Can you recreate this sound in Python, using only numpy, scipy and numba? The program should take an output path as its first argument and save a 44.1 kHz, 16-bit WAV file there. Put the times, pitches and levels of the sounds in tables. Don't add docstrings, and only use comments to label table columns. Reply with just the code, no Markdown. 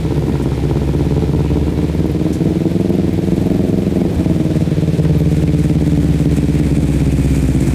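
import sys
import numpy as np
from scipy import signal
from scipy.fft import rfft, irfft
from scipy.io import wavfile
from scipy.ndimage import uniform_filter1d, minimum_filter1d
from numba import njit

SR = 44100
rng = np.random.default_rng(int(sys.argv[2]) if len(sys.argv) > 2 else 0)


def waveform_to_disk(signal):
    frames = np.transpose(np.atleast_2d(signal))
    scaled = np.clip(frames, -1, 1) * 32767
    samples = np.round(scaled).astype(np.int16)
    wavfile.write(sys.argv[1], SR, samples)


N = 341334
TIME = np.arange(N) / SR
CRUISE_HZ, PAIR_GAP_CYCLES = 18, .2425
STUMBLE_FROM_S, STUMBLE_TO_S, STUMBLE_DB = 4.055, 4.19, -9

# time_s, speed_hz
ENGINE_SPEED = [(0.0, 17.601), (0.51, 16.762), (0.88, 16.726), (0.94, 17.179), (2.23, 19.228),
                (2.75, 20.768), (2.91, 21.716), (3.07, 20.973), (3.13, 20.359), (3.51, 22.343),
                (4.03, 21.51), (4.12, 20.312), (4.82, 18.36), (5.88, 18.103), (6.26, 17.533), (6.6, 17.664),
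                (6.94, 16.877), (7.74, 16.128)]
# time_s, gain_db
RAGGED_FIRINGS = [(4.005, -4), (4.017, 2), (4.051, -1), (4.25, -30), (4.262, 3.5), (4.301, 3)]
# frequency_hz, gain_db
PUFF_EQ = [(20, -59), (48, -18.5), (85, 9.5), (160, 14.5), (320, 12.5), (395, -4.5), (540, -9), (720, -19),
           (1000, -31.5), (1220, -52), (1500, -47.5), (2500, -100)]
# pitch_hz, width_hz, gain_db
PIPE_MODES = [(164.7, 36.6, 8), (299.5, 12.6, 5), (439, 14, 7.5), (588, 25, 11.5)]
# pitch_hz, width_hz, gain_db, above_cruise_db_per_hz
SILENCER_MODES = [(442, 44, 16.5, 1), (509, 63, 10.5, 0), (636, 51, 5.5, 5), (809, 10.5, 7.5, -10.5),
                  (978, 160, 12.5, -2.5), (1320, 99, 23, -5.5)]
# time_s, boost_db
HARD_FIRINGS = [(.359, 6), (.416, 7), (.715, 7), (.775, 3), (.823, 7), (1.126, 3), (1.465, 5), (1.577, 7),
                (1.686, 9), (1.795, 5), (1.9, 9), (1.954, 7), (2.06, 12), (2.217, 7), (2.27, 10),
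                (3.962, 7), (4.015, 7), (4.049, 9)]
# time_s, swell_db
OUTLET_SWELL = [(0, -3), (.75, 0.5), (1.2, 4), (1.75, -2.5), (2.5, -1.5), (4.65, -8.5), (5.2, -1),
                (5.9, 2.5), (6.4, 3.5), (7.0, 3), (7.74, 3)]
# top_hz, level_db, throttle_db, overrun_db, above_cruise_db_per_hz, swell_share
EXHAUST_REGISTERS = [(105.6, -23, -0.5, 3, 1.1, 0.44), (186.7, -17.5, -3.5, 7.5, 1, 1),
                     (342.5, -15.5, -8, -6.5, 1.7, 0.35), (500, -31.5, 6.5, 9, 0.86, 0.75),
                     (767, -35, -11.5, 4, 3.5, 0.54)]
# time_s, level_db
RASP_FADER = [(0, -37), (1.4, -36.5), (1.9, -41), (2.9, -41.5), (4.0, -41.5), (5.1, -59), (7.74, -54)]
# time_s, level_db
BOOM_FADER = [(0, -22.5), (1.2, -22), (1.7, -20), (2.3, -26), (2.7, -29), (3.6, -28), (4.8, -28),
              (5.1, -21.5), (6.4, -19.5), (7.2, -18), (7.74, -20.5)]
# time_s, gain_db
ECHO_FADER = [(0, -4.5), (1.6, -20.5), (2.4, -11), (4.8, -26), (6.2, -15), (7.74, -10)]
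# time_s, level_db
RATTLE_FADER = [(0, -59), (3.8, -47), (5.2, -45), (6.3, -45), (7.74, -51.5)]
# frequency_hz, gain_db
WASH_EQ = [(300, -51.5), (700, 4.5), (1200, -3), (1900, -1.5), (2350, -1), (2850, -5), (3600, -4),
           (5000, -10), (6500, -13.5), (8200, -15.5), (12000, -21), (15500, -39)]
# frequency_hz, gain_db
SPRAY_EQ = [(1200, -1.5), (1750, 5.5), (2050, 2.5), (2450, 8), (2950, -9), (5000, -5), (6400, -2),
            (7300, -1), (8400, 0.5), (9700, -3.5), (11500, -9.5), (13500, -8), (15500, -17)]
# time_s, pitch_hz, level_db
PASSED_BIKE = [(0, 155.3, -20.5), (.5, 144.6, -29), (1.0, 138.3, -25.5), (1.4, 134.7, -22), (1.9, 135, -37)]
# frequency_hz, gain_db
TRAFFIC_EQ = [(20, -49), (35, -18), (65, -3), (120, -5), (220, -5.5), (330, -7.5), (420, -14), (550, -18),
              (900, -31), (2000, -54)]
# time_s, level_db
TRAFFIC_FADER = [(0, -22), (1.5, -21), (2.5, -21), (4.3, -19.5), (5.5, -23), (6.5, -22), (7.74, -21)]
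# start_s, strength_db, centre_hz, width_hz, rise_s, decay_s
SPLASH_CUES = [(.42, -41, 8450, 7000, 0.0036, 0.014), (1.45, -38, 2500, 1500, .04, 0.067),
               (2.325, -37, 6500, 7500, 0.0055, 0.022), (3.905, -52, 13100, 400, .002, 0.018),
               (3.498, -33, 1900, 1410, 0.0017, 0.0051), (3.82, -39, 2980, 1200, .002, 0.0064),
               (5.049, -22, 1030, 900, 0.0035, 0.0055), (5.175, -44, 12200, 600, .002, .025),
               (5.475, -33, 2320, 500, .002, 0.013), (5.587, -43, 10500, 2500, .002, 0.0064),
               (6.53, -28, 2160, 1380, 0.083, 0.06), (6.878, -46, 8440, 6100, 0.0026, .012),
               (7.08, -35, 2320, 900, .04, 0.04), (7.115, -41, 8300, 5000, .004, 0.01),
               (7.418, -38, 7500, 6000, .004, .012), (7.545, -38, 8200, 2520, .003, 0.015),
               (7.603, -34, 8000, 4000, .003, 0.0093)]
# start_s, strength_db
TICK_CUES = [(1.778, -39), (1.8315, -42), (1.8874, -41), (1.9468, -38), (2.0046, -41), (2.06, -35),
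             (2.1159, -30), (2.2266, -41), (2.283, -43), (2.589, -39), (2.6185, -39), (2.652, -38),
             (2.7132, -37), (2.7732, -40), (2.8115, -40), (2.8301, -43), (2.8958, -31), (2.956, -37),
             (3.1343, -36), (3.1902, -37), (3.2525, -37), (3.308, -33), (3.3623, -40), (3.4147, -34),
             (3.465, -35), (3.5154, -36), (3.5658, -35), (3.6177, -42), (3.6693, -34), (3.723, -37),
             (3.7788, -42), (4.6153, -39)]
# pitch_hz, gain_db
LOOSE_PART_MODES = [(11600, -1), (13700, -2)]
# frequency_hz, gain_db
CREST_EQ = [(1200, -10), (1900, 0), (2250, 9.5), (2600, 8), (3000, -11), (5500, -9), (7300, 0), (8400, 3),
            (10000, -4), (11500, -12), (15500, -20)]


def undb(db):
    return 10 ** (np.asarray(db) / 20)


def curves(table):
    times, *columns = np.transpose(table)
    return [np.interp(TIME, times, column) for column in columns]


def unit(x):
    return x / np.sqrt(np.mean(x ** 2))


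def steady(x, size=11025):
    return x / np.sqrt(uniform_filter1d(uniform_filter1d(x ** 2, size), size) + 1e-12)


def drift(rate_hz):
    step = int(SR / rate_hz)
    return 1.3 * uniform_filter1d(np.repeat(rng.standard_normal(N // step + 1), step), step)[:N]


@njit
def ring(x, hz, width_hz):
    out, mid, low = np.empty(len(x)), 0., 0.
    for i in range(len(x)):
        tuning, damping = np.tan(np.pi * min(hz[i] / SR, .45)), width_hz / hz[i]
        swing = (mid + tuning * (x[i] - low)) / (1 + tuning * (tuning + damping))
        mid, low = 2 * swing - mid, low + 2 * tuning * swing
        out[i] = damping * swing
    return out


def band(x, hz, width_hz):
    return signal.lfilter(*signal.iirpeak(min(hz, .45 * SR), hz / width_hz, fs=SR), x)


def colour(x, eq, size=32768):
    hz, db = np.transpose(eq)
    curve_db = np.interp(np.log(np.fft.rfftfreq(size, 1 / SR) + 1), np.log(hz), db)
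    cepstrum = irfft(np.log(undb(curve_db)))
    folded = np.r_[cepstrum[0], 2 * cepstrum[1:size // 2]]
    impulse = irfft(np.exp(rfft(folded, size)))[:size // 2]
    return signal.fftconvolve(x, impulse)[:N]


def split(x, hz):
    low = signal.sosfiltfilt(signal.butter(5, hz, fs=SR, output="sos"), x)
    return low, x - low


def clicks(times, sizes):
    return np.bincount(np.clip(times * SR, 0, N).astype(int), sizes, N + 1)[:N]


def gate(cycles, place, decay_cycles):
    return np.exp(-((cycles - place) % 1) / decay_cycles)


def accents(table, width_s=0.0064):
    return undb(sum(db * np.exp(-((TIME - s) / width_s) ** 4) for s, db in table))


def crank(speed, offset_cycles=.949, settle_s=.13):
    hunt_cycles = .0022 + .012 * np.exp(-((TIME - STUMBLE_TO_S) / settle_s) ** 2)
    return np.cumsum(speed) / SR - offset_cycles + hunt_cycles * drift(16)


def firings(cycles, second_db=-0.5, sweep_db=-30, sweep_cycles=.122, jitter_s=.00012, scatter_db=2.37):
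    count = np.arange(int(cycles[-1]) + 1)
    out = 0
    for place, cylinder_db in ((0, 0), (PAIR_GAP_CYCLES, second_db)):
        late, strong = rng.standard_normal((len(count), 2)).T
        for lag, pulse_db in ((0, 0), (sweep_cycles, sweep_db)):
            times = np.interp(count + place + lag, cycles, TIME) + jitter_s * late
            out = out + clicks(times, undb(cylinder_db + pulse_db + scatter_db * strong))
    return out


def exhaust(cycles, speed, gas_db=-24, gas_cycles=.07, heat_exponent=0.85, crack_hz=560):
    pulses = unit(firings(cycles))
    valves_open = gate(cycles, 0, gas_cycles) + gate(cycles, PAIR_GAP_CYCLES, gas_cycles)
    gas = undb(gas_db) * unit(rng.standard_normal(N) * valves_open)
    stumble = undb(STUMBLE_DB * ((TIME > STUMBLE_FROM_S) & (TIME < STUMBLE_TO_S)))
    flow = colour((gas + pulses) * stumble * accents(RAGGED_FIRINGS), PUFF_EQ)
    lift = (speed / CRUISE_HZ) ** heat_exponent
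    pipe = sum(undb(db) * ring(flow, hz * lift, float(width)) for hz, width, db in PIPE_MODES)
    silencer = sum(undb(db + slope * (speed - CRUISE_HZ)) * band(flow, hz, width)
                   for hz, width, db, slope in SILENCER_MODES)
    body = flow + pipe + silencer
    return body + (accents(HARD_FIRINGS) - 1) * split(body, crack_hz)[1]


def outlet(body, speed, shut_s=4.05, closing_s=0.16, overrun_s=4.88, overrun_width_s=0.68):
    throttle = np.clip(1 - (TIME - shut_s) / closing_s, 0, 1)
    overrun = np.exp(-((TIME - overrun_s) / overrun_width_s) ** 2)
    swell_db = curves(OUTLET_SWELL)[0]
    out, highs = 0, body
    for top_hz, db, throttle_db, overrun_db, slope, share in EXHAUST_REGISTERS:
        register, highs = split(highs, top_hz)
        load_db = throttle_db * throttle + overrun_db * overrun + slope * (speed - CRUISE_HZ)
        out = out + undb(db + load_db + share * swell_db) * steady(register)
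    rasp = steady(highs * undb(1.2 * drift(60)))
    return out + undb(curves(RASP_FADER)[0]) * rasp


def boom(cycles, waver_db=0.8, pump_depth=0.32, crest_cycles=0.26):
    pump = 1 + pump_depth * np.cos(2 * np.pi * (cycles - crest_cycles))
    swing = -np.cos(2 * np.pi * 4 * cycles)
    return unit(swing * pump) * undb(curves(BOOM_FADER)[0] + waver_db * drift(12))


def shop_fronts(engine, top_hz=520, t60_s=.6, predelay_s=0.01993, count=90):
    distance, polarity = rng.random((count, 2)).T
    lag_s = predelay_s + t60_s * distance
    taps = clicks(lag_s, np.sign(polarity - .5) * undb(-60 * lag_s / t60_s))
    echoes = signal.fftconvolve(split(engine, top_hz)[0], taps / np.sqrt(np.sum(taps ** 2)))[:N]
    return undb(curves(ECHO_FADER)[0]) * echoes


def rattle(cycles, hz=2200, width_hz=3600, decay_cycles=0.2, lead_cycles=0.11, second_db=-3):
    first = gate(cycles, -lead_cycles, decay_cycles)
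    second = undb(second_db) * gate(cycles, PAIR_GAP_CYCLES - lead_cycles, decay_cycles)
    bursts = rng.standard_normal(N) * (first + second)
    return undb(curves(RATTLE_FADER)[0]) * unit(band(band(bursts, hz, width_hz), hz, width_hz))


def droplets(per_s, spread_db):
    size = undb(spread_db * np.minimum(rng.exponential(size=N), 6))
    return unit((rng.random(N) < per_s / SR) * size * rng.standard_normal(N))


def wheel_water(cycles, speed, clatter_db=-14, pulsing_db=3, build_from_s=1.78, build_db_per_s=3):
    wash_db = -37.5 - 0.37 * (speed - CRUISE_HZ)
    spray_db = -53.5 + build_db_per_s * np.maximum(TIME - build_from_s, 0)
    surge, beat = 3.3 * drift(15), np.cos(2 * np.pi * cycles)
    clatter = undb(clatter_db) * unit(rng.standard_normal(N) * (1 + beat))
    wash = colour(droplets(per_s=9000, spread_db=0.27) + clatter, WASH_EQ)
    wash *= undb(0.042 * surge + 0.5 * drift(45))
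    spray = colour(droplets(per_s=5000, spread_db=0.5), SPRAY_EQ)
    spray *= undb(0.56 * surge + 1.4 * drift(45) + pulsing_db * beat)
    return unit(wash) * undb(wash_db) + unit(spray) * undb(spray_db)


def passed_bike(harmonics_db=(0, -13, -15), throb_depth=0.3, wobble=.008):
    hz, db = curves(PASSED_BIKE)
    phase = 2 * np.pi * np.cumsum(hz * (1 + wobble * drift(14))) / SR
    drone = sum(undb(gain_db) * np.sin(k * phase) for k, gain_db in enumerate(harmonics_db, 1))
    return undb(db) * unit(drone * (1 + throb_depth * np.cos(phase / 4)))


def traffic():
    waver_db = .7 * drift(3) + 1.2 * drift(20)
    rumble = unit(colour(rng.standard_normal(N), TRAFFIC_EQ))
    return rumble * undb(curves(TRAFFIC_FADER)[0] + waver_db)


def splashes():
    out, fizz = np.zeros(N), rng.standard_normal(N)
    for start_s, db, hz, width_hz, rise_s, decay_s in SPLASH_CUES:
        age = np.maximum(TIME - start_s, 0)
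        envelope = 2 * (1 - np.exp(-age / rise_s)) * np.exp(-age / decay_s)
        hiss = unit(band(band(fizz, hz, width_hz), hz, width_hz))
        out += undb(db) * envelope * hiss
    return out


def ticks(trim_db=-4, rise_s=0.00093, blur_hz=600):
    out, zing = np.zeros(N), np.zeros(N)
    for hz, db in LOOSE_PART_MODES:
        shimmer = unit(split(rng.standard_normal(N), blur_hz)[0])
        zing += undb(db) * shimmer * np.sin(2 * np.pi * hz * TIME)
    for start_s, db in TICK_CUES:
        near = np.abs(TIME - start_s) < 10 * rise_s
        age = np.maximum(TIME[near] - start_s, 0) / rise_s
        out[near] += undb(db + trim_db) * age * np.exp(1 - age) * zing[near]
    return out


def thud(peak_s=4.18, pitch_hz=80, level_db=-12, width_s=0.02):
    age = TIME - peak_s
    return undb(level_db) * np.exp(-(age / width_s) ** 2) * np.cos(2 * np.pi * pitch_hz * age)


def bow_wave(peak_s=7.13, width_s=0.87, level_db=-41.5, patchy_db=1.5):
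    drops = unit(colour(droplets(per_s=4000, spread_db=1.8), CREST_EQ))
    swell = np.exp(-((TIME - peak_s) / width_s) ** 2)
    return drops * undb(level_db + patchy_db * drift(25)) * swell


def scene(puff_lead_s=.003, notch_width_hz=12.):
    speed = curves(ENGINE_SPEED)[0]
    cycles = crank(speed)
    body = exhaust(cycles + puff_lead_s * speed, speed)
    putts = outlet(body, speed)
    engine = putts - ring(putts, 4 * speed, notch_width_hz) + thud()
    echoes = shop_fronts(engine)
    flood = wheel_water(cycles, speed) + bow_wave() + splashes()
    bike = engine + boom(cycles) + rattle(cycles) + ticks()
    return (bike + echoes + flood + passed_bike() + traffic())[None]


@njit
def peak_follower(x, fall):
    out, held = np.empty(len(x)), 0.
    for i in range(len(x)):
        held = max(x[i], held * fall)
        out[i] = held
    return out


def record(dry, ceiling=.72, release_s=.025, smooth_samples=60, top_hz=15400):
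    peak = peak_follower(np.abs(dry[0]), np.exp(-1 / (release_s * SR)))
    gain = ceiling / np.maximum(peak, ceiling)
    gain = uniform_filter1d(minimum_filter1d(gain, smooth_samples), smooth_samples)
    return signal.sosfilt(signal.ellip(12, .2, 80, top_hz, fs=SR, output="sos"), dry * gain)


dry = scene()
out = record(dry)
waveform_to_disk(out)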